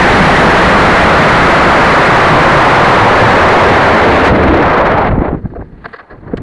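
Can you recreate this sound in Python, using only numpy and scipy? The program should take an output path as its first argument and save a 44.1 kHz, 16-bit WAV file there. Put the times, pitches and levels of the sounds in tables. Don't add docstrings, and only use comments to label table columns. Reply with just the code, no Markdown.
import sys
import numpy as np
from scipy import signal
from scipy.fft import rfft, irfft
from scipy.io import wavfile
from scipy.ndimage import uniform_filter1d

SR = 44100
rng = np.random.default_rng(int(sys.argv[2]) if len(sys.argv) > 2 else 0)


def to_wav(sig):
    pcm = np.clip(np.atleast_2d(sig), -1, 1) * 32767
    pcm = np.round(pcm).astype(np.int16)
    wavfile.write(sys.argv[1], SR, pcm.T)


N = 283122


def gain_of(db):
    return 10 ** (np.asarray(db) / 20)


def unit_rms(x):
    return x / np.sqrt(np.mean(x ** 2) + 1e-20)


def spectrum_db(points, hz):
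    point_hz, db = np.transpose(points)
    return np.interp(np.log(hz + 1), np.log(point_hz + 1), db)


def curves(rows):
    times, *columns = np.transpose(rows)
    return [np.interp(np.arange(N) / SR, times, column) for column in columns]


def swell(seconds, rise):
    progress = np.arange(0, 1, 1 / (max(seconds, .002) * SR))
    return np.sin(np.pi * np.interp(progress, [0, rise, 1], [0, .5, 1]))


def add(mix, start_s, sound):
    part = mix[round(start_s * SR):][:len(sound)]
    part += sound[:len(part)]


def bumps(rows, rise):
    out = np.zeros(N)
    for start_s, rise_db, seconds in rows:
        add(out, start_s, rise_db * swell(seconds, rise))
    return out


def flutter(top_hz):
    hz = np.fft.rfftfreq(N, 1 / SR)
    band = 1 / ((1 + (hz / top_hz) ** 4) * (1 + (3 / (hz + 1e-3)) ** 4))
    noise = rng.standard_normal(len(hz)) + 1j * rng.standard_normal(len(hz))
    return unit_rms(irfft(band * noise, N))


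def resonate(x, hz, width_hz):
    carrier = np.exp(2j * np.pi * np.cumsum(hz * np.ones(len(x))) / SR)
    pole = np.exp(-np.pi * width_hz / SR)
    return 2 * (carrier * signal.lfilter([1 - pole], [1, -pole], x / carrier + 1e-18)).real


def flight():
    # time in seconds, shedding frequency in Hz, whoosh level in dB.
    shedding = [(0, 172.7, -22), (1.4, 164, -3), (2.6, 128, -1), (4, 79, -5), (4.3, 73, -13),
                (4.55, 68.6, -12), (4.65, 117, -8.5), (5.05, 105, -12.5), (5.12, 90, -60)]
    tip_start_s, tip_length_s = 4.55, .15
    hz, whoosh_db = curves(shedding)
    octaves_lost = np.log2(hz[0] / hz)
    tipped = np.clip((np.arange(N) / SR - tip_start_s) / tip_length_s, 0, 1)
    return hz, octaves_lost, whoosh_db, tipped


def turbulence(spectrum, size, tilt_db, patchy_db):
    hop = size // 4
    frames, hz = N // hop + 5, np.fft.rfftfreq(size, 1 / SR)
    real, imaginary, patches = rng.standard_normal((frames, len(hz), 3)).T
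    patches = uniform_filter1d(patches, size=5, axis=0)
    patches = unit_rms(uniform_filter1d(patches, size=9, axis=1))
    tilt_db = np.pad(tilt_db[::hop], (0, 5), "edge")[:frames]
    shape = gain_of(spectrum_db(spectrum, hz)[:, None] + np.outer(np.log2((hz + 20) / 1000), tilt_db))
    shape /= np.linalg.norm(shape, axis=0)
    spectra = (real + 1j * imaginary) * shape * gain_of(patchy_db * patches)
    return unit_rms(signal.istft(spectra, nperseg=size, noverlap=size - hop)[1][:N])


def airflow():
    # time in seconds, rush level in dB, buffeting level in dB, rush tilt in dB per octave.
    air = [(0, 8.5, -0.5, 1.5), (1, 6.5, -3.5, 1), (2.6, 5.5, -7, .5), (3.6, 4.5, -7.5, 0),
           (4.2, 0, -5.5, 1), (4.33, -9, -3.5, 0.5), (4.58, -4, -4.5, -1), (4.75, -1, -17.5, -3),
           (5.085, -10.5, -14, -3), (5.1, -14.5, -7.5, -5.5), (5.19, -18.5, -14, -6),
           (5.25, -16, -19, -5.5), (5.34, -20.5, -14, -8), (5.41, -45.5, -28, -2), (5.72, -49, -32.5, -1),
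           (5.86, -40.5, -33, 3.5), (5.93, -39, -45, 3.5), (6.08, -42.5, -51, -3.5), (6.19, -45, -35, -2.5),
           (6.3, -30.5, -26, -7.5), (6.42, -40, -22, 0)]
    # frequency in Hz, relative spectral density in dB.
    rush_spectrum = [(30, -43), (200, -16.5), (500, -1), (1000, -1.5), (1600, -2.5), (2000, -3),
                     (2400, -9.5), (3300, -16), (4200, -15.5), (4800, -25.5), (5500, -45.5), (7000, -33),
                     (11000, -37.5)]
    buffet_spectrum = [(10, -15.5), (40, 2), (100, 1.5), (250, 2), (450, -2), (800, -24), (2000, -35.5),
                       (11000, -103.5)]
    # start in seconds, rise of the rush in dB, length in seconds.
    surges = [(4.232, 10.5, 0.076), (4.344, 5.5, 0.026), (4.39, 2, 0.017), (4.427, 6.5, .022),
              (4.473, 4.5, 0.017), (4.914, 6, 0.014), (4.975, 8.5, .022), (5.015, 6.5, .018),
              (5.045, 2.5, 0.055), (5.107, 8, 0.018), (5.186, 8, 0.011), (5.232, 4.5, 0.043),
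              (5.278, 6, 0.03), (5.333, 4, .018)]
    puffs = [(5.43, 10, 0.048), (5.54, 12.5, .11), (6.09, 11, 0.096)]
    rush_db, buffet_db, bright_db = curves(air)
    spread_db = np.where(np.arange(N) / SR > 4.5, 2, 0.23)
    wobble_db = spread_db * flutter(top_hz=40)
    puffs_db = bumps(puffs, rise=0.48)
    gusts_db = wobble_db + bumps(surges, rise=0.46)
    lumps_db = 0.67 * wobble_db + 0.48 * spread_db * flutter(top_hz=30) + 0.82 * puffs_db
    _, octaves_lost, _, tipped = flight()
    rush_tilt = bright_db + 0.039 * gusts_db - 0.42 * puffs_db
    buffet_tilt = (1 - tipped) * (4.5 * octaves_lost - 0.5) - 3 * tipped
    rush = turbulence(rush_spectrum, size=256, tilt_db=rush_tilt, patchy_db=-1.0)
    buffet = turbulence(buffet_spectrum, size=2048, tilt_db=buffet_tilt, patchy_db=1.5)
    return gain_of(rush_db + gusts_db + puffs_db) * rush + gain_of(buffet_db + lumps_db) * buffet


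def eddies():
    moan_db, fall_db_per_octave = -8, 4
    hz, octaves_lost, whoosh_db, tipped = flight()
    moan_noise, whoosh_noise = rng.standard_normal((2, N))
    wavering_hz = hz * (1 + 0.065 * flutter(top_hz=13.0))
    moan = unit_rms(resonate(resonate(moan_noise, wavering_hz, 36), wavering_hz, 35))
    moan *= gain_of(2.5 * flutter(top_hz=9.6))
    moan *= gain_of(moan_db - fall_db_per_octave * octaves_lost) * (1 - tipped)
    whoosh = unit_rms(resonate(resonate(whoosh_noise, 8 * hz, 600), 8 * hz, 600))
    return moan + gain_of(whoosh_db) * whoosh


def housing(drive, treble_db):
    # frequency in Hz, bandwidth of each of two filter stages in Hz, relative level in dB.
    modes = [(453, 180, -2.5), (697, 83, -5.5), (1140, 530, -0.5), (1644, 220, 1), (1924, 220, -4),
             (2700, 1100, -18), (3600, 900, -16.5), (4300, 380, -11.5), (4880, 410, -23),
             (7500, 1500, -43.5), (6000, 5000, -36)]
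    out = np.zeros(len(drive))
    for k, (hz, width_hz, db) in enumerate(modes):
        ring = resonate(resonate(drive, hz, width_hz), hz, width_hz) / np.sqrt(width_hz)
        out += (-1) ** k * gain_of(db + treble_db * np.log2(hz / 1600)) * ring
    return out


def buzz():
    level_db = -53 + 2.1 * flutter(top_hz=30)
    return gain_of(level_db) * unit_rms(housing(rng.standard_normal(N), treble_db=5.0))


def thumps():
    # start in seconds, envelope peak in dB, frequency in Hz, number of cycles.
    gusts = [(4.321, 2.5, 150, 2.6), (4.985, -9, 130, 1.3), (5.141, -13, 120, 1.3), (5.178, 4.5, 230, 1.7),
             (5.188, -5, 59.7, .95), (5.219, 11, 300, 1.4), (5.329, 1, 200, 1.05), (5.34, -14, 130, 2),
             (5.441, -13, 130, 1.3), (5.452, -6.5, 167, 1.8), (5.457, -13.5, 600, 1.3),
             (5.537, -17, 700, 1.5), (5.623, -11.5, 600, 1.1), (6.334, -2.5, 238, 2.1),
             (6.335, -6.5, 453, 4.9), (6.346, -18, 35, 1), (6.376, -18, 160, 3)]
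    out = np.zeros(N)
    for start_s, db, hz, cycles in gusts:
        push = swell(cycles / hz, rise=.45)
        swing = np.sin(2 * np.pi * hz * np.arange(len(push)) / SR)
        add(out, start_s, -gain_of(db) * push * swing)
    return out


def rattles():
    # start in seconds, level in dB, length in seconds, treble tilt in dB per octave.
    contacts = [(5.445, -32, 0.024, -2), (5.494, -37, 0.022, 1), (5.546, -21.5, 0.034, -8.5),
                (5.602, -24, .02, -9), (5.838, -22.5, 0.02, 1), (5.852, -13.5, .014, 1),
                (5.88, -35, .016, 3), (5.925, -20, 0.033, 1.5), (5.954, -27.5, .022, 6),
                (5.977, -25.5, 0.046, 1), (6.012, -40, .012, -4), (6.091, -29, 0.053, -0.5),
                (6.202, -42, .018, 2.5), (6.271, -30, .025, -3), (6.302, -34, .04, -6),
                (6.33, -19.5, 0.017, -7), (6.371, -24, 0.02, -2)]
    out = np.zeros(N)
    for start_s, db, seconds, treble_db in contacts:
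        grit = rng.standard_normal(SR // 8)
        force = swell(seconds, rise=.42) ** 1.6
        ring = housing(grit * np.pad(force, (0, len(grit) - len(force))), treble_db)
        ring *= np.linalg.norm(force) / np.linalg.norm(ring)
        add(out, start_s, gain_of(db) * ring)
    return out


def snap():
    # start in seconds, level in dB, length in seconds.
    flick = (6.371, -23, .013)
    # frequency in Hz, relative spectral density in dB.
    tick_spectrum = [(500, -14), (1000, -8), (2200, 0), (3500, -2), (5000, -8), (6200, -16), (7500, -9),
                     (11000, -27)]
    start_s, db, seconds = flick
    colour = gain_of(spectrum_db(tick_spectrum, np.fft.rfftfreq(2048, 1 / SR)))
    noise = unit_rms(irfft(rfft(rng.standard_normal(2048)) * colour))
    push = swell(seconds, rise=.08)
    out = np.zeros(N)
    add(out, start_s, gain_of(db) * push * noise[:len(push)])
    return out


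def scene():
    return (airflow() + eddies() + buzz() + thumps() + rattles() + snap())[None]


def record(dry):
    rail, knee, hiss_db = 0.76, 3.02, -57
    smooth_hz, shelf_start_hz, shelf_end_hz, band_edge_hz = 1437, 3990, 9200, 11150
    clipped = dry / (1 + abs(dry / rail) ** knee) ** (1 / knee)
    noisy = clipped + gain_of(hiss_db) * rng.standard_normal(dry.shape)
    pole, shelf_pole, zero = np.exp(-2 * np.pi * np.array([smooth_hz, shelf_start_hz, shelf_end_hz]) / SR)
    rounded = signal.lfilter([1 - pole], [1, -pole], noisy)
    shelved = signal.lfilter([1, -zero], [1, -shelf_pole], rounded) * (1 - shelf_pole) / (1 - zero)
    aliased = shelved * (1 + (-1) ** np.arange(N))
    band_limit = signal.firwin(255, band_edge_hz, window=("kaiser", 9), fs=SR)
    return signal.oaconvolve(aliased, band_limit[None], "same")


dry = scene()
out = record(dry)
to_wav(out)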